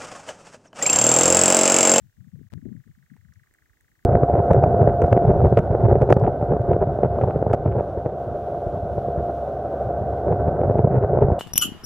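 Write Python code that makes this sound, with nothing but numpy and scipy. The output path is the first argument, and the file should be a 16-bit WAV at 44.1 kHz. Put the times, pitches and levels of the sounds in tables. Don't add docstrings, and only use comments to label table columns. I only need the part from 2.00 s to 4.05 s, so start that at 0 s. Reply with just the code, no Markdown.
import sys
import numpy as np
from scipy import signal
from scipy.fft import rfft, irfft, next_fast_len
from scipy.io import wavfile
from scipy.ndimage import uniform_filter1d, map_coordinates

SR = 44100
rng = np.random.default_rng(int(sys.argv[2]) if len(sys.argv) > 2 else 0)


def persist_wave(psi):
    counts = np.round(np.clip(psi, -1, 1) * 32767).astype(np.int16)
    wavfile.write(sys.argv[1], SR, np.atleast_2d(counts).T)


def gain_from_db(level_db):
    decades = np.asarray(level_db, float) / 20
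    return 10 ** decades


N = 90404
PAD = SR // 4


def unit(x):
    return x / np.sqrt(np.mean(x ** 2) + 1e-20)


def add(track, s, sound):
    i = max(round(s * SR) + PAD, 0)
    track[..., i:i + sound.shape[-1]] += sound


def noise(colour):
    m = next_fast_len(N + 8192)
    hz = np.fft.rfftfreq(m, 1 / SR)
    f, db = np.transpose(colour)
    gain = gain_from_db(np.interp(np.log(hz + 1), np.log(f + 1), db, left=-120))
    return unit(irfft(rfft(rng.standard_normal(m)) * gain, m)[:N])


def wobble(rate, size=N):
    knots = rng.standard_normal(size // 200)
    return map_coordinates(knots, [np.arange(size) * rate / SR], mode="nearest")


def bell(x):
    return np.exp(-.5 * x ** 2)


def whistle(t, hz, span, lag_s, tilt_db_per_octave, head, phase):
    rise_s, fade_s, tail_s, start_s = np.array([.0024, .0015, .0056, .0052]) * span
    u = t - lag_s
    since_start = u + start_s
    shape = bell(u / np.where(u < 0, rise_s, fade_s))
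    shape = shape + gain_from_db(-14) * bell((u - tail_s) / rise_s)
    shape = shape * (.5 + .5 * np.tanh(since_start / .0006))
    pitch = hz[0] - 650 * np.tanh(u / .0053)
    pitch = pitch + head * np.exp(-np.clip(since_start, 0, 1) / .0012)
    cycles = np.cumsum(pitch) / SR - pitch[0] * lag_s + phase
    tilt_db = tilt_db_per_octave * np.log2(pitch / hz[1])
    waver_db = 1.5 * wobble(300, size=3000)[:len(t)]
    return gain_from_db(tilt_db + waver_db) * shape * np.sin(2 * np.pi * cycles)


def tree_haze(direct):
    t = np.arange(SR // 2) / SR
    t60_s = .45
    tail = rng.standard_normal((2, len(t))) * gain_from_db(-60 * t / t60_s) * (t > .004)
    echo = signal.fftconvolve(direct, tail / np.linalg.norm(tail[0]), axes=1)
    return gain_from_db(-10.5) * echo[:, :direct.shape[1]]


# t/s, level/dB
QUICK_NOTES = [
    (.0005, -69.5),
    (0.0245, -68),
    (0.0485, -69.5),
    (0.072, -65.5),
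    (0.0978, -65.5),
    (0.129, -65),
]
# t/s, level/dB
STEADY_NOTES = [(0.1698, -65.5), (0.2077, -64), (0.245, -63.5), (0.2837, -64.5), (0.3199, -64.9),
                (0.3574, -65.0), (0.3943, -63.9), (0.432, -64), (0.4701, -64.5), (0.5059, -61.5),
                (0.5444, -60.5), (0.5812, -59), (0.618, -62), (0.6544, -60.5), (0.691, -60.5),
                (0.7292, -59), (0.766, -57.5), (0.803, -61.5), (0.8407, -60), (0.8779, -60.5),
                (0.9149, -61.1), (0.9526, -59), (0.9884, -60), (1.0279, -58.5), (1.0648, -57.5),
                (1.1027, -57.5), (1.139, -58), (1.1753, -61), (1.2137, -58.5), (1.2507, -58.5),
                (1.2869, -58.5), (1.3241, -57.5), (1.36, -58.0), (1.3978, -57), (1.4364, -56), (1.473, -58),
                (1.5117, -59), (1.5495, -57.5), (1.5877, -57.5), (1.6237, -57.5), (1.6607, -59.1),
                (1.6978, -59), (1.7351, -59.6), (1.7728, -60.5), (1.809, -58.5), (1.847, -61),
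                (1.8832, -60), (1.9185, -59.5), (1.956, -61.5), (1.994, -59.7), (2.0282, -61.5)]
# start t/s, end t/s
LOST_CALL = [
    (.5375, .5425),
    (1.5123, 1.5200),
]


def nightjar():
    left_lag_s, left_pan_db = -.00012, -1
    notes = [(s, db, 1690, .62, 0) for s, db in QUICK_NOTES]
    notes += [(s, db, 1755, 1, 330) for s, db in STEADY_NOTES]
    out, t = np.zeros((2, N + SR)), np.arange(-600, 900) / SR
    for s, db, hz, span, head_hz in notes:
        detune, phase, scatter, jitter, mood = rng.standard_normal(5)
        pitches = (hz * (1 + .02 * detune), hz)
        head = head_hz * (1 + .4 * mood)
        for side, sign in enumerate((.5, -.5)):
            tilt = sign * 9 + 2 * mood
            note = whistle(t, pitches, span, sign * left_lag_s, tilt, head, phase)
            level = gain_from_db(db + .3 * scatter + sign * left_pan_db)
            add(out[side], s + .0002 * jitter + t[0], level * note)
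    direct = out[:, :N + PAD]
    direct[:, :PAD] += .5 * direct[:, PAD:2 * PAD]
    haze = tree_haze(direct)
    near_trunk = gain_from_db(-15) * np.roll(direct, round(.011 * SR), axis=1)
    t = np.arange(direct.shape[1]) / SR - 1 / 4
    kept = np.prod([(t < a) | (t > b) for a, b in LOST_CALL], axis=0)
    return (kept * direct + near_trunk + haze)[:, PAD:]


# t/s, peak level/dB, f/Hz, T60/s, left over right/dB
TICK_RINGS = [(1.1653, -51, 870, .009, 4), (1.1653, -48, 1940, .004, 0), (1.1645, -66.5, 8160, .011, 3),
              (1.1655, -59.5, 435, .021, -1), (1.337, -57.5, 6000, .011, 7), (1.336, -60, 7040, .008, 10),
              (1.461, -60, 1230, .008, 4), (1.462, -65, 2100, .005, 4), (1.485, -64, 2000, .006, 2),
              (1.539, -57, 8300, .006, -8), (1.5392, -63, 6600, .006, 4), (1.539, -60, 15600, .004, -8),
              (1.5388, -60, 9500, .008, 0), (1.5384, -51, 1780, .006, -5), (1.8093, -57, 8200, .006, -10),
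              (1.809, -60, 9700, .009, 0), (1.8093, -62, 6500, .007, 3), (1.8093, -64, 14000, .004, -10)]


def ticks():
    out, t = np.zeros((2, N + SR)), np.arange(2000) / SR
    for s, db, hz, t60, pan_db in TICK_RINGS:
        wander = .000035 * hz * np.cumsum(rng.standard_normal(len(t)))
        envelope = gain_from_db(-60 * t / t60) * (1 - np.exp(-t / .00064))
        ring = -np.sin(2 * np.pi * hz * t + wander) * envelope
        crack = gain_from_db(-11 - 60 * t / .0039) * rng.standard_normal((2, len(t))) * hz / 9000
        pan = np.array([[.5], [-.5]]) * pan_db
        add(out, s, gain_from_db(db + 4 + pan) * (ring + crack))
    return out[:, PAD:][:, :N]


def eddies(rows):
    out, stir = np.zeros(N + SR), np.zeros(N + SR)
    t = np.arange(-3000, 5000) / SR
    for s, db, hz in rows:
        shape = bell(t * hz / np.where(t < 0, .7, .9))
        pitch = hz * np.exp(-.04 * np.tanh(t * hz) + .03 * wobble(90, size=len(t)))
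        cycles = np.cumsum(pitch) / SR + rng.random()
        add(out, s + t[0], gain_from_db(db + 2.5) * shape * np.sin(2 * np.pi * cycles))
        add(stir, s + t[0], gain_from_db(db) * bell(t / .016))
    return out[PAD:][:N], stir[PAD:][:N]


def buffeting(stir, floor_db, lump_rate, colour):
    lumps = gain_from_db(1.5 * wobble(lump_rate))
    return (gain_from_db(floor_db) + stir * gain_from_db(-16.5)) * lumps * noise(colour)


# t/s, level/dB, f/Hz
EXPOSED_EDDIES = [(0.021, -52, 103.4), (0.027, -49.5, 65.6), (0.028, -51.5, 176.1), (0.043, -50.5, 180.2),
                  (0.063, -46.8, 127.8), (0.069, -53.5, 83), (0.092, -54, 120.4), (0.188, -44, 109.7),
                  (0.189, -46, 175.8), (0.206, -37, 110.8), (0.208, -52, 164), (0.228, -47.5, 152.7),
                  (0.249, -41.5, 153.1), (0.274, -40.6, 205.8), (0.285, -43.1, 129.3), (0.339, -34, 178),
                  (0.341, -54, 219), (0.351, -37, 130.9), (0.371, -43, 205.5), (0.381, -46.5, 139),
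                  (0.393, -46.5, 327.7), (0.406, -41, 162.3), (0.413, -47.4, 382.2), (0.415, -38, 222.8),
                  (0.428, -53, 189), (0.434, -40.5, 117.4), (0.452, -46, 176.4), (0.468, -44.5, 104.2),
                  (0.545, -41.5, 240), (0.556, -43.5, 279.6), (0.556, -37, 152.7), (0.57, -35.5, 88.9),
                  (0.572, -46, 223.7), (0.573, -30.5, 152.3), (0.579, -45, 327.6), (0.587, -40, 191.7),
                  (0.597, -45, 240), (0.63, -36, 225), (0.655, -45, 131.4), (0.657, -37.5, 383), (0.659, -27, 241.9),
                  (0.664, -30.5, 329.7), (0.677, -28.5, 141.2), (0.684, -40, 329.6), (0.689, -33, 205.7),
                  (0.694, -40.5, 327.5), (0.707, -37.6, 205.6), (0.721, -28.5, 206.5), (0.722, -43, 330.2),
                  (0.732, -38, 164.2), (0.753, -36.5, 240.8), (0.756, -39, 150.8), (0.766, -38, 205.8),
                  (0.776, -32.5, 131.5), (0.778, -47.5, 223.7), (0.8, -38.5, 129.6),
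                  (0.867, -53.5, 260.6), (0.873, -45, 205.2), (0.882, -44.5, 111.1), (0.893, -53, 256),
              (0.894, -44, 163.1), (0.902, -48, 166), (0.902, -45, 88.1), (0.98, -49.5, 203.6),
              (0.998, -53.5, 140.2), (1.021, -55.3, 152.3), (1.039, -52, 152), (1.12, -37.5, 208),
              (1.131, -43.5, 151), (1.147, -51.7, 162.6), (1.159, -46.5, 222.5), (1.169, -51.1, 137.7),
              (1.196, -46.5, 95.5), (1.236, -48, 88.6), (1.256, -45, 152.7), (1.271, -52.5, 118.5),
              (1.294, -52.5, 203.6), (1.301, -45.5, 74.8), (1.306, -45.5, 129.6), (1.36, -52.4, 107.8),
              (1.375, -43.5, 102), (1.42, -50, 128.3), (1.508, -69, 110), (1.512, -68, 334.5),
              (1.635, -59.5, 65.3), (1.7, -60.5, 89.3), (1.837, -59.5, 87.2), (1.856, -64, 131.6),
              (1.903, -63, 176.3), (1.921, -64, 141), (1.985, -63, 103), (2.041, -62.5, 208),
                  (.876, -54, 400),
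    (0.68, -51, 390),
    (0.36, -53.5, 460),
    (1.3, -56.5, 110),
]
# f/Hz, level/dB
EXPOSED_COLOUR = [(13, -44), (30, -4), (145, 8.5), (330, -15.5), (454, -30.5), (641, -36), (1100, -46),
                  (1430, -71), (2420, -120)]
# f/Hz, level/dB
FRINGE_COLOUR = [(150, -35), (330, -12), (480, 6), (700, -15), (1100, -25), (1500, -62)]


def left_wind():
    thumps, stir = eddies(EXPOSED_EDDIES)
    bend = np.abs(signal.hilbert(np.gradient(np.gradient(thumps))))
    fringe = gain_from_db(-45) * (bend / bend.max()) ** 1.6 * noise(FRINGE_COLOUR)
    return thumps + fringe + buffeting(stir, -76, 40.27, EXPOSED_COLOUR)


# t/s, level/dB, f/Hz
SHELTERED_EDDIES = [(0.039, -57.5, 81.2), (0.088, -59.5, 82.7), (0.207, -61, 95), (0.244, -60, 92),
                    (0.379, -69, 87), (0.399, -51.5, 90.5), (0.449, -58, 94), (0.513, -55.5, 77.6),
                    (0.587, -61, 87), (0.613, -53, 103), (0.65, -61, 75.6), (0.747, -58, 99),
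                    (0.776, -69, 79), (0.91, -50.5, 75.7), (0.95, -53.5, 88), (1.061, -57, 72.7),
                    (1.208, -61, 117), (1.282, -69, 109.5), (1.35, -75, 74), (1.485, -67.5, 80),
                    (1.53, -74, 93), (1.708, -61, 86.5)]
# f/Hz, level/dB
SHELTERED_COLOUR = [(20, -19), (45, 14), (90, 4), (150, -21.5), (250, -27), (400, -99)]


def right_wind():
    thumps, stir = eddies(SHELTERED_EDDIES)
    return thumps + buffeting(stir, -67, 38, SHELTERED_COLOUR)


# f/Hz, level/dB
AIR_COLOUR = [(30, -16), (70, -3), (150, -9.5), (330, -3), (500, -13), (900, -15.5), (1500, -31.5)]
# t/s, level/dB
FAR_SWELL = [
    (0, -13),
    (1.4, -6),
    (1.55, 4.5),
    (2.05, 2.5),
]


def far_air():
    swell = gain_from_db(-84 + np.interp(np.arange(N) / SR, *np.transpose(FAR_SWELL)))
    shared = noise(AIR_COLOUR)
    return swell * (shared + np.array([noise(AIR_COLOUR), noise(AIR_COLOUR)]))


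def scene():
    return nightjar() + ticks() + np.array([left_wind(), right_wind()]) + far_air()


# t/s, start level/dB, end level/dB, f/Hz, entry point/cycles
EDDY_PIECES = [
    (.5219, -40, -35, 95, 0),
    (.5297, -35.5, -24.5, 122, .5),
    (.5346, -26.5, -26, 150, .11),
]
# t/s, left jump, right jump, settling/s (negative builds up before)
STEPS = [
    (1.5123, -.0019, 0, -.003),
    (1.5285, 0, .0012, .004),
    (1.5415, .001, 0, .002),
]


def skipped():
    t, eddy = np.arange(N) / SR, np.zeros(N)
    ends = [piece[0] for piece in EDDY_PIECES[1:]] + [.5373]
    for (s, start_db, end_db, hz, entry), end in zip(EDDY_PIECES, ends):
        level = gain_from_db(np.interp(t, [s, end], [start_db, end_db]))
        heard = (t >= s) & (t < end)
        eddy += heard * level * np.cos(2 * np.pi * (hz * (t - s) + entry))
    out = eddy * np.array([[1], [-gain_from_db(-36)]])
    for s, left, right, settle in STEPS:
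        u = (t - s) / settle
        out += np.array([[left], [right]]) * (u > 0) * np.exp(-np.abs(u))
    return uniform_filter1d(out, size=2)


# f/Hz, level/dB
LEFT_HISS = [(200, 1.5), (900, -5), (2900, -3.5), (5000, -6.5), (7000, -0.5), (10800, -10.5), (13000, -2.5),
             (15700, -1.5)]
# f/Hz, level/dB
RIGHT_HISS = [(200, 7), (900, 0.5), (2900, -1.5), (5000, -4), (7000, -4), (10800, -10.5), (13000, -11),
              (15700, -6)]
HISS_LEVELS = [-71, -75.5]


def preamp_hiss():
    return np.array([noise(LEFT_HISS), noise(RIGHT_HISS)]) * gain_from_db(HISS_LEVELS)[:, None]


def roll_off(x):
    return signal.sosfilt(signal.butter(12, 16170, fs=SR, output="sos"), x)


def record(dry):
    t, hz = np.arange(N) / SR, np.fft.rfftfreq(N, 1 / SR)
    low_cut = hz ** 2 / np.hypot(hz ** 2, 55 ** 2)
    heard = irfft(rfft(dry) * low_cut, N) + preamp_hiss()
    dropout = (t > .4885) & (t < .5005)
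    gain = uniform_filter1d(np.where(dropout, gain_from_db(-24), 1.), size=40)
    full = rfft(heard * gain + skipped()) * (hz < 15900)
    return roll_off(irfft(full, N))


dry = scene()
out = record(dry)
persist_wave(out)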